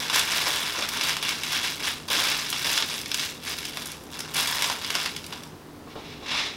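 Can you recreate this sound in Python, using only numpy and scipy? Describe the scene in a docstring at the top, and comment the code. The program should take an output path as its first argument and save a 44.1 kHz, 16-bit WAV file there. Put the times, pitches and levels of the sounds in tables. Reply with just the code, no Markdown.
"""Wrapping a potato in foil

A small kitchen, one microphone close to the counter, an appliance humming behind. Hands wrap aluminium
foil around a potato, squeeze it tight and press it down with dull bumps. Creases buckle in swarms of
tiny snaps, with single loud ones among them; on the counter the parcel takes on a hollow note.
At the end a dish is knocked lightly and slid over the counter."""
import sys
import numpy as np
from scipy import signal
from scipy.fft import rfft, irfft, next_fast_len
from scipy.io import wavfile
from scipy.ndimage import uniform_filter1d

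SR = 44100
rng = np.random.default_rng(int(sys.argv[2]) if len(sys.argv) > 2 else 0)


def store_pcm(level_fs):
    """Save levels as 16-bit WAV."""
    pcm = np.round(np.clip(level_fs, -1, 1) * 32767).astype(np.int16)
    wavfile.write(sys.argv[1], SR, np.atleast_2d(pcm).T)


N = 289330
TIME = np.arange(N) / SR

# room tone: (frequency [Hz], relative level [dB])
ROOM_TONE = [(20, -18), (35, -9), (48, -9.5), (70, -2), (115, -3.5), (270, -1), (430, -3.5), (600, -9),
             (1050, -9.5), (1500, -15), (2200, -19.5), (5000, -23.5), (7000, -28.5), (15500, -31)]
# appliance in the background: (frequency [Hz], level [dB])
HUM_PARTIALS = [(74, -64.5), (91.5, -61), (153.5, -54), (243, -56.5), (294, -55.5), (344.5, -68),
                (414.7, -58.5)]
# decay of the kitchen: (frequency [Hz], t60 [s])
ROOM_DECAY = [(200, 0.29), (1000, 0.25), (3500, 0.22), (8000, 0.38), (15000, 0.089)]
# reverberation against the direct sound: (frequency [Hz], gain [dB])
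ROOM_WET = [(1000, -3), (5000, -4), (9000, -7)]
# friction of the sliding dish: (time [s], level [dB])
SLIDE_LEVELS = [(5.86, -65), (5.916, -46), (5.952, -64), (5.956, -50), (6.106, -44.5), (6.202, -52.5),
                (6.304, -30), (6.38, -27.5), (6.476, -33), (6.56, -48.5)]
# colour of the sliding hiss as heard through the microphone: (frequency [Hz], relative level [dB])
HISS_AT_MIC = [(300, -15), (650, -10), (950, -3), (1600, -5.5), (2050, -1), (2700, 2.5), (3100, -3.5),
               (3600, 4), (4550, -6.5), (5200, -3), (6300, -11.5), (8000, -19.5), (11000, -26),
               (15500, -39)]
# light knocks on the dish: (time [s], peak level [dB])
DISH_KNOCKS = [(5.872, -37), (5.956, -27), (5.977, -37), (6.225, -36)]
# ring of the dish: (frequency [Hz], relative level [dB], t60 [s])
DISH_MODES = [(460, 1.5, 0.077), (563, 2, 0.027), (710, 5, 0.04), (820, 3, .035), (1083, 5.5, 0.051),
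              (1250, -2, 0.041), (2350, -13, .04), (2920, -9, .04), (3460, -15, .04)]
# palms and counter bump the potato: (time [s], peak level [dB])
POTATO_BUMPS = [(.17, -38), (.47, -30), (.78, -29), (1.079, -41), (1.81, -33.5), (2.10, -29.5),
                (2.136, -29), (2.26, -35), (2.65, -32), (3.77, -38)]
# colour of a bump: (frequency [Hz], relative level [dB])
BUMP_COLOUR = [(60, -27), (150, 2), (350, 11.5), (700, 8.5), (1200, -5), (4000, -48)]
# the parcel lies on the counter: (time [s], contact [0-1])
COUNTER_CONTACT = [(4.33, 0.3), (4.4, 1), (4.74, 1), (4.82, 0.7), (5.1, 0.46), (5.3, 0.2)]
# colour of the crinkling as heard through the microphone: (frequency [Hz], relative level [dB])
CRINKLE_AT_MIC = [(130, -23), (300, -12.5), (560, -10), (850, -4), (1400, -3.5), (1800, -5.5), (2700, 1),
                  (3100, 0), (3550, 4), (4300, -3), (5100, -.5), (6600, -9), (11500, -9.5), (15800, -22)]
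# squeezes; body (lows, wide panels) and sparkle (highs, tight creases) are relative to crackle (mids):
# (start [s], build-up [s], hold [s], crackle [dB], body [dB], sparkle [dB])
HAND_SQUEEZES = [(-0.034, 0.024, 0.072, -31.5, -6.5, -7.5), (0.087, 0.061, 0.044, -24.0, -7.5, -8.5),
                 (0.233, 0.071, 0.305, -27.0, -6.5, -7.5), (0.619, 0.057, 0.007, -29.5, -7.0, -7.0),
                 (0.73, 0.018, 0.086, -31.5, -4.0, -10.0), (0.886, 0.053, 0.043, -31.0, -5.5, -7.0),
                 (0.996, 0.026, 0.08, -27.0, -9.5, -8.0), (1.187, 0.061, 0.065, -29.0, -8.5, -9.5),
                 (1.328, 0.142, 0.088, -32.0, -9.5, -8.0), (1.499, 0.038, 0.011, -26.5, -7.5, -11.0),
                 (1.583, 0.053, 0.045, -28.5, -10.0, -7.5), (1.766, 0.088, 0.025, -28.5, -8.0, -7.5),
                 (2.074, 0.036, 0.208, -25.0, -7.0, -8.5), (2.332, 0.022, 0.132, -33.0, -10.0, -8.5),
                 (2.506, 0.039, 0.077, -32.0, -13.0, -8.0), (2.645, 0.013, 0.134, -27, -10.0, -7.5),
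                 (2.852, 0.049, 0.058, -32.5, -9.0, -5.5), (3.032, 0.056, 0.089, -41.0, -12.5, -4.0),
                 (3.151, 0.054, 0.03, -29.5, -12.5, -7.0), (3.408, 0.084, 0.007, -31.0, -9.0, -6.5),
                 (3.573, 0.013, 0.114, -38.0, -12.5, -6.5), (3.752, 0.013, 0.139, -41.0, -7.5, -3.0),
                 (4.088, 0.06, 0.007, -39.0, -6.0, -6.5), (4.184, 0.013, 0.105, -43.5, -2.0, -8.0),
                 (4.329, 0.048, 0.032, -25.5, -8.5, -4.0), (4.428, 0.077, 0.211, -30.0, -7.0, -6.5),
                 (4.766, 0.07, 0.048, -35.0, -9.5, -8.5), (4.888, 0.053, 0.116, -32.0, -7.5, -8.5),
                 (5.133, 0.027, 0.018, -44.0, -7.0, -14.0), (5.279, 0.022, 0.075, -46.5, -2.0, -7.5)]
# fingers resting on the foil between squeezes: (body [dB], crackle [dB], sparkle [dB])
RESTING_TOUCH = (-59, -55.5, -57.5)
# loud single buckles: (time [s], crackle [dB], relative body [dB], relative sparkle [dB])
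LOUD_BUCKLES = [(0.098, -23, -9, -14), (.1426, -22.5, -10, -11), (.1578, -26.5, 0, 3),
                (.193, -24, -20, 0.5), (.468, -26, -2.5, -14), (.823, -23.5, -7, -23),
                (0.888, -28.5, -15, -0.5), (1.0093, -24, -15, -21), (1.092, -25, -10, -8),
                (1.1662, -25.5, -8, -10), (1.226, -25, -9, -10), (1.29, -24.5, -15, -6),
                (1.4332, -26.5, -20, -7), (2.083, -35, -8, -10), (2.501, -37, -17, 9.5),
                (2.527, -23, -10.5, -16), (2.6444, -23, -17, -13), (2.7753, -19.3, -17, -14),
                (2.8228, -20.5, -14, -28), (3.0135, -36.5, -20.5, 2), (3.058, -30.5, -20, -14),
                (3.115, -23, -18, -16), (3.143, -22, -18.5, -4.5), (3.194, -24, -23, -22),
                (3.5847, -33, -17, -2), (3.6517, -29, -24, -6.5), (3.7327, -36, -22, -16),
                (3.7707, -28.5, -6, -8.5), (3.82, -34, -25, -6), (3.857, -41, -20, 7.5),
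                (3.87, -44, -18, 8), (3.917, -47, -16, 11), (4.1904, -37, -21, 3), (4.2038, -31, -9, -4),
                (4.344, -33.5, -14, 4), (4.365, -28.5, -7.5, -1.5), (4.4723, -26, -21, -4),
                (4.6213, -21, -18, -7), (4.6415, -22.5, -11, -11), (4.6982, -24.5, -3.5, -13),
                (4.8457, -27.5, -22, -15), (4.9024, -23.5, -12, -12), (4.951, -21.5, -6, -10),
                (4.9995, -26.5, -12, -15), (5.0583, -24, -18, -13.5), (5.1634, -30, -20, -7),
                (5.241, -36, -25, -16), (5.2634, -40, -18, 1), (5.3242, -31.5, -6, -18),
                (5.3322, -34, -20, -18), (5.434, -40, -13, -4)]


def gain_of(db):
    """Decibels to amplitude."""
    return 10 ** (np.asarray(db) / 20)


def unit_rms(x):
    """Scales to rms 1."""
    return x / np.sqrt(np.mean(x ** 2) + 1e-20)


def value_at(points, hz):
    """Reads a table on a log-frequency axis."""
    f, value = np.transpose(points)
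    return np.interp(np.log(hz + 1), np.log(f + 1), value)


def add(mix, s, sound):
    """Mixes a sound in at s seconds."""
    part = mix[max(round(s * SR), 0):][:len(sound)]
    part += sound[:len(part)]


def drift(hz):
    """Random wander of rms 1, up to about hz changes a second."""
    size = next_fast_len(N, real=True)
    lowpass = np.exp(-(np.fft.rfftfreq(size, 1 / SR) / hz) ** 2)
    return unit_rms(irfft(rfft(rng.standard_normal(size)) * lowpass, size)[:N])


def colour(x, points, size=2048):
    """Causal filter with the given spectrum, so that attacks stay sharp."""
    log_gain = np.log(gain_of(value_at(points, abs(np.fft.fftfreq(size, 1 / SR)))))
    taps = np.fft.ifft(np.exp(np.conj(signal.hilbert(log_gain)))).real
    return signal.oaconvolve(x, taps[:size // 2])[:len(x)]


def registers(x):
    """Splits a foil sound into body, crackle and sparkle."""
    edges = [(1500, "lowpass"), ([1500, 6500], "bandpass"), (6500, "highpass")]
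    return [signal.sosfilt(signal.butter(4, hz, kind, fs=SR, output="sos"), x) for hz, kind in edges]


def steadied(x, size=1200):
    """Keeps the running rms near 1 and leaves the single cracks standing."""
    x = unit_rms(x)
    power = uniform_filter1d(uniform_filter1d(x ** 2, size), size)
    return x / np.sqrt(abs(power) + 1e-4)


def room_tone(level_db=-45):
    """The air of the kitchen: a steady, dark noise."""
    return gain_of(level_db) * unit_rms(colour(rng.standard_normal(N), ROOM_TONE))


def appliance_hum(waver=0.33, wander_rad=0.55):
    """An appliance hums in the background, each partial wavering in level and phase."""
    out = np.zeros(N)
    for hz, db in HUM_PARTIALS:
        amplitude = gain_of(db) * np.sqrt(2) * (1 + waver * drift(11))
        out += amplitude * np.sin(2 * np.pi * hz * TIME + wander_rad * drift(15))
    return out


def reflections(x, level_db=-10.5, first_s=0.001216, spread_s=.008, size=1500, count=10):
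    """Counter and cupboards throw a few quick echoes back to the microphone."""
    delays = first_s + spread_s * rng.random(count)
    taps = np.zeros(size)
    taps[(delays * SR).astype(int)] = rng.choice([-1, 1], count) * np.exp(-delays / spread_s)
    return gain_of(level_db) * signal.oaconvolve(x, taps / np.linalg.norm(taps))[:N]


def reverberation(x, size=256, delay_frames=3):
    """The kitchen stores the energy of each band and gives it back as a dying diffuse wash."""
    framing = dict(fs=SR, nperseg=size, noverlap=size * 3 // 4)
    hz, t, spectra = signal.stft(x, **framing)
    kept_per_frame = gain_of(-60 * t[1] / value_at(ROOM_DECAY, hz)) ** 2
    power = uniform_filter1d(abs(spectra) ** 2, size=3, axis=0)
    arriving = np.pad(power, ((0, 0), (delay_frames, 0)))[:, :len(t)]
    stored = np.array([signal.lfilter([1 - k], [1, -k], p) for k, p in zip(kept_per_frame, arriving)])
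    noise = signal.stft(rng.standard_normal(N), **framing)[2]
    wash = noise / noise.std() * np.sqrt(abs(stored)) * gain_of(value_at(ROOM_WET, hz))[:, None]
    return signal.istft(wash, **framing)[1][:N]


def dish_slide(trim_db=-0.2, grain_db=1.5):
    """Countless tiny contacts merge into a hiss that swells with the speed of the dish."""
    contacts = rng.standard_normal(N) * gain_of(grain_db * drift(110))
    friction_db = np.interp(TIME, *np.transpose(SLIDE_LEVELS), left=-120)
    return unit_rms(colour(contacts, HISS_AT_MIC)) * gain_of(friction_db + trim_db)


def dish_knocks(scuff_s=0.013, scuff=0.21, size=8192):
    """Each soft, scuffing blow rings the modes of the dish."""
    t, out = np.arange(size) / SR, np.zeros(N)
    ring = sum(gain_of(db - 60 * t / t60) * np.sin(2 * np.pi * hz * t) for hz, db, t60 in DISH_MODES)
    for s, db in DISH_KNOCKS:
        blow = (t == 0) + scuff * rng.standard_normal(size) * np.exp(-t / scuff_s)
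        knock = signal.fftconvolve(blow, ring)[:size]
        add(out, s, gain_of(db) * knock / abs(knock).max())
    return out


def potato_bumps(rise_s=0.0018, decay_s=0.02, size=6000):
    """The soft potato answers a push with a dull puff."""
    t, out = np.arange(size) / SR, np.zeros(N)
    envelope = (1 - np.exp(-t / rise_s)) * np.exp(-t / decay_s)
    for s, db in POTATO_BUMPS:
        thud = colour(rng.standard_normal(size) * envelope, BUMP_COLOUR)
        add(out, s, gain_of(db) * thud / abs(thud).max())
    return out


def air_pocket(foil, hz=962.0, q=7.3, gain_db=4.5):
    """Air under the parcel gives the crackle a hollow note, strongest when pressed on the counter."""
    ring = signal.lfilter(*signal.iirpeak(hz, q, SR), foil)
    return gain_of(gain_db) * ring * np.interp(TIME, *np.transpose(COUNTER_CONTACT))


def squeezing(slacken_db_per_s=5., settle_db_per_s=142., let_go_s=5.46):
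    """Hands grip, slacken and let the foil settle: gives crackle, relative body and sparkle in dB."""
    t = TIME[::64]
    release = gain_of(-settle_db_per_s * np.maximum(t - let_go_s, 0))
    power = np.outer(gain_of(RESTING_TOUCH), release) ** 2
    for start, build_s, hold_s, db, body, sparkle in HAND_SQUEEZES:
        grip = np.clip((t - start) / build_s, 0, 1)
        since_peak = t - start - build_s
        slacken_db = slacken_db_per_s * np.clip(since_peak, 0, hold_s)
        settle_db = settle_db_per_s * np.maximum(since_peak - hold_s, 0)
        power += np.outer(gain_of([body, 0, sparkle]), grip * gain_of(db - slacken_db - settle_db)) ** 2
    body, crackle, sparkle = (np.interp(TIME, t, 10 * np.log10(p + 1e-20)) for p in power)
    return crackle, body - crackle, sparkle - crackle


def tight_creases(treble_db, per_s=62.0, spread_db=3.5, follow=0.8, gain_db=-11.2):
    """The tightest creases pop with single, needle-sharp clicks, even under a light touch."""
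    pops = (rng.random(N) < per_s / SR) * gain_of(spread_db * np.minimum(rng.exponential(1, N), 3))
    clicks = signal.sosfilt(signal.butter(2, [4940, 15500], "bandpass", fs=SR, output="sos"), pops)
    return clicks * gain_of(gain_db + follow * (treble_db - treble_db.max()))


def middling_creases(squeeze_db, per_s=30., trim_db=-2., spread_db=2.5, fade_s=.002, size=1024):
    """Creases give way at random, as loud as the squeeze, each ringing briefly at its own pitch."""
    t, out, s = np.arange(size) / SR, np.zeros(N), 0
    low_hz, high_hz, count = 1800, 6000, 260
    for wait, pitch, strength in rng.random((count, 3)):
        s -= np.log(1 - wait) / per_s
        hz = low_hz * (high_hz / low_hz) ** pitch
        burst = rng.standard_normal(size) * np.exp(-t / fade_s)
        ring = signal.lfilter(*signal.iirpeak(hz, Q=3, fs=SR), burst)
        db = squeeze_db[min(int(s * SR), N - 1)] + trim_db + spread_db * (2 * strength - 1)
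        add(out, s, gain_of(db) * ring / ring[t < 2 * fade_s].std())
    return out


def large_creases(rise_s=.0008, crack_s=0.0014, shiver_s=0.0045, shiver_db=-6.0, grit_db=0.6,
                  trim_db=-1.4, body_trim_db=-0.5, sparkle_trim_db=1.0, size=2048):
    """A large crease gives way in a run of cracks; the sheet around it shivers for a moment."""
    t, out = np.arange(size) / SR, np.zeros(N)
    decay = np.exp(-t / crack_s) + gain_of(shiver_db) * np.exp(-t / shiver_s)
    envelope = (1 - np.exp(-t / rise_s)) * decay
    attack = t < .005
    for s, db, body, sparkle in LOUD_BUCKLES:
        noise, grit = rng.standard_normal((2, size))
        roughness = gain_of(grit_db * unit_rms(uniform_filter1d(grit, size=16)))
        crack = colour(noise * envelope * roughness, CRINKLE_AT_MIC)
        for tilt_db, part in zip((body + body_trim_db, 0, sparkle + sparkle_trim_db), registers(crack)):
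            add(out, s + 0.00035, gain_of(db + trim_db + tilt_db) * part / part[attack].std())
    return out


def facet_ring(hz, decay_cycles=3, size=256):
    """A flipping facet rings for a few cycles at its own pitch."""
    t = np.arange(size) / SR
    ring = np.sin(2 * np.pi * hz * t) * np.exp(-t * hz / decay_cycles)
    return ring / np.linalg.norm(ring)


def crinkle(squeeze_db, body_db, sparkle_db, per_s=1500., idle_per_s=220., clump_db=2.0,
            crack_s=0.00074, ring_mix=0.42, trim_db=-2.4, body_trim_db=-2.0, sparkle_trim_db=-1.6):
    """Close to the microphone, swarms of foil facets flip in clumps, the more the harder the squeeze."""
    rate = idle_per_s + per_s * gain_of(.9 * (squeeze_db - squeeze_db.max()))
    flips = gain_of(clump_db * drift(47)) * (rng.random(N) < rate / SR)
    fade = np.exp(-2 / (crack_s * SR))
    crack_power = signal.lfilter([1 - fade], [1, -fade], flips ** 2)
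    cracks = rng.standard_normal(N) * np.sqrt(crack_power)
    pitches_hz = np.geomspace(1500, 14000, 24)
    which = rng.integers(0, len(pitches_hz), N)
    rings = sum(signal.oaconvolve(flips * (which == k), facet_ring(hz))[:N]
                for k, hz in enumerate(pitches_hz))
    swarm = colour(cracks + ring_mix * rings, CRINKLE_AT_MIC)
    # the hand sets the energy that each register lets go in each moment
    tilts_db = (body_db + body_trim_db, 0, sparkle_db + sparkle_trim_db)
    sound = sum(gain_of(db) * steadied(part) for db, part in zip(tilts_db, registers(swarm)))
    return sound * gain_of(squeeze_db + trim_db)


def scene():
    """Foil, potato and dish up close, with the kitchen and its hum around them."""
    squeeze_db, body_db, sparkle_db = squeezing()
    foil = crinkle(squeeze_db, body_db, sparkle_db) + middling_creases(squeeze_db)
    foil += large_creases() + tight_creases(squeeze_db + sparkle_db)
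    direct = foil + air_pocket(foil) + potato_bumps() + dish_knocks() + dish_slide()
    return (direct + reflections(direct) + reverberation(direct) + appliance_hum() + room_tone())[None]


def record(dry):
    """One microphone into a mono recorder whose band ends at 15.9 kHz."""
    lowpass = signal.firwin(511, 15900, window=("kaiser", 9), fs=SR)
    return signal.oaconvolve(dry, lowpass[None], "same")


dry = scene()
out = record(dry)
store_pcm(out)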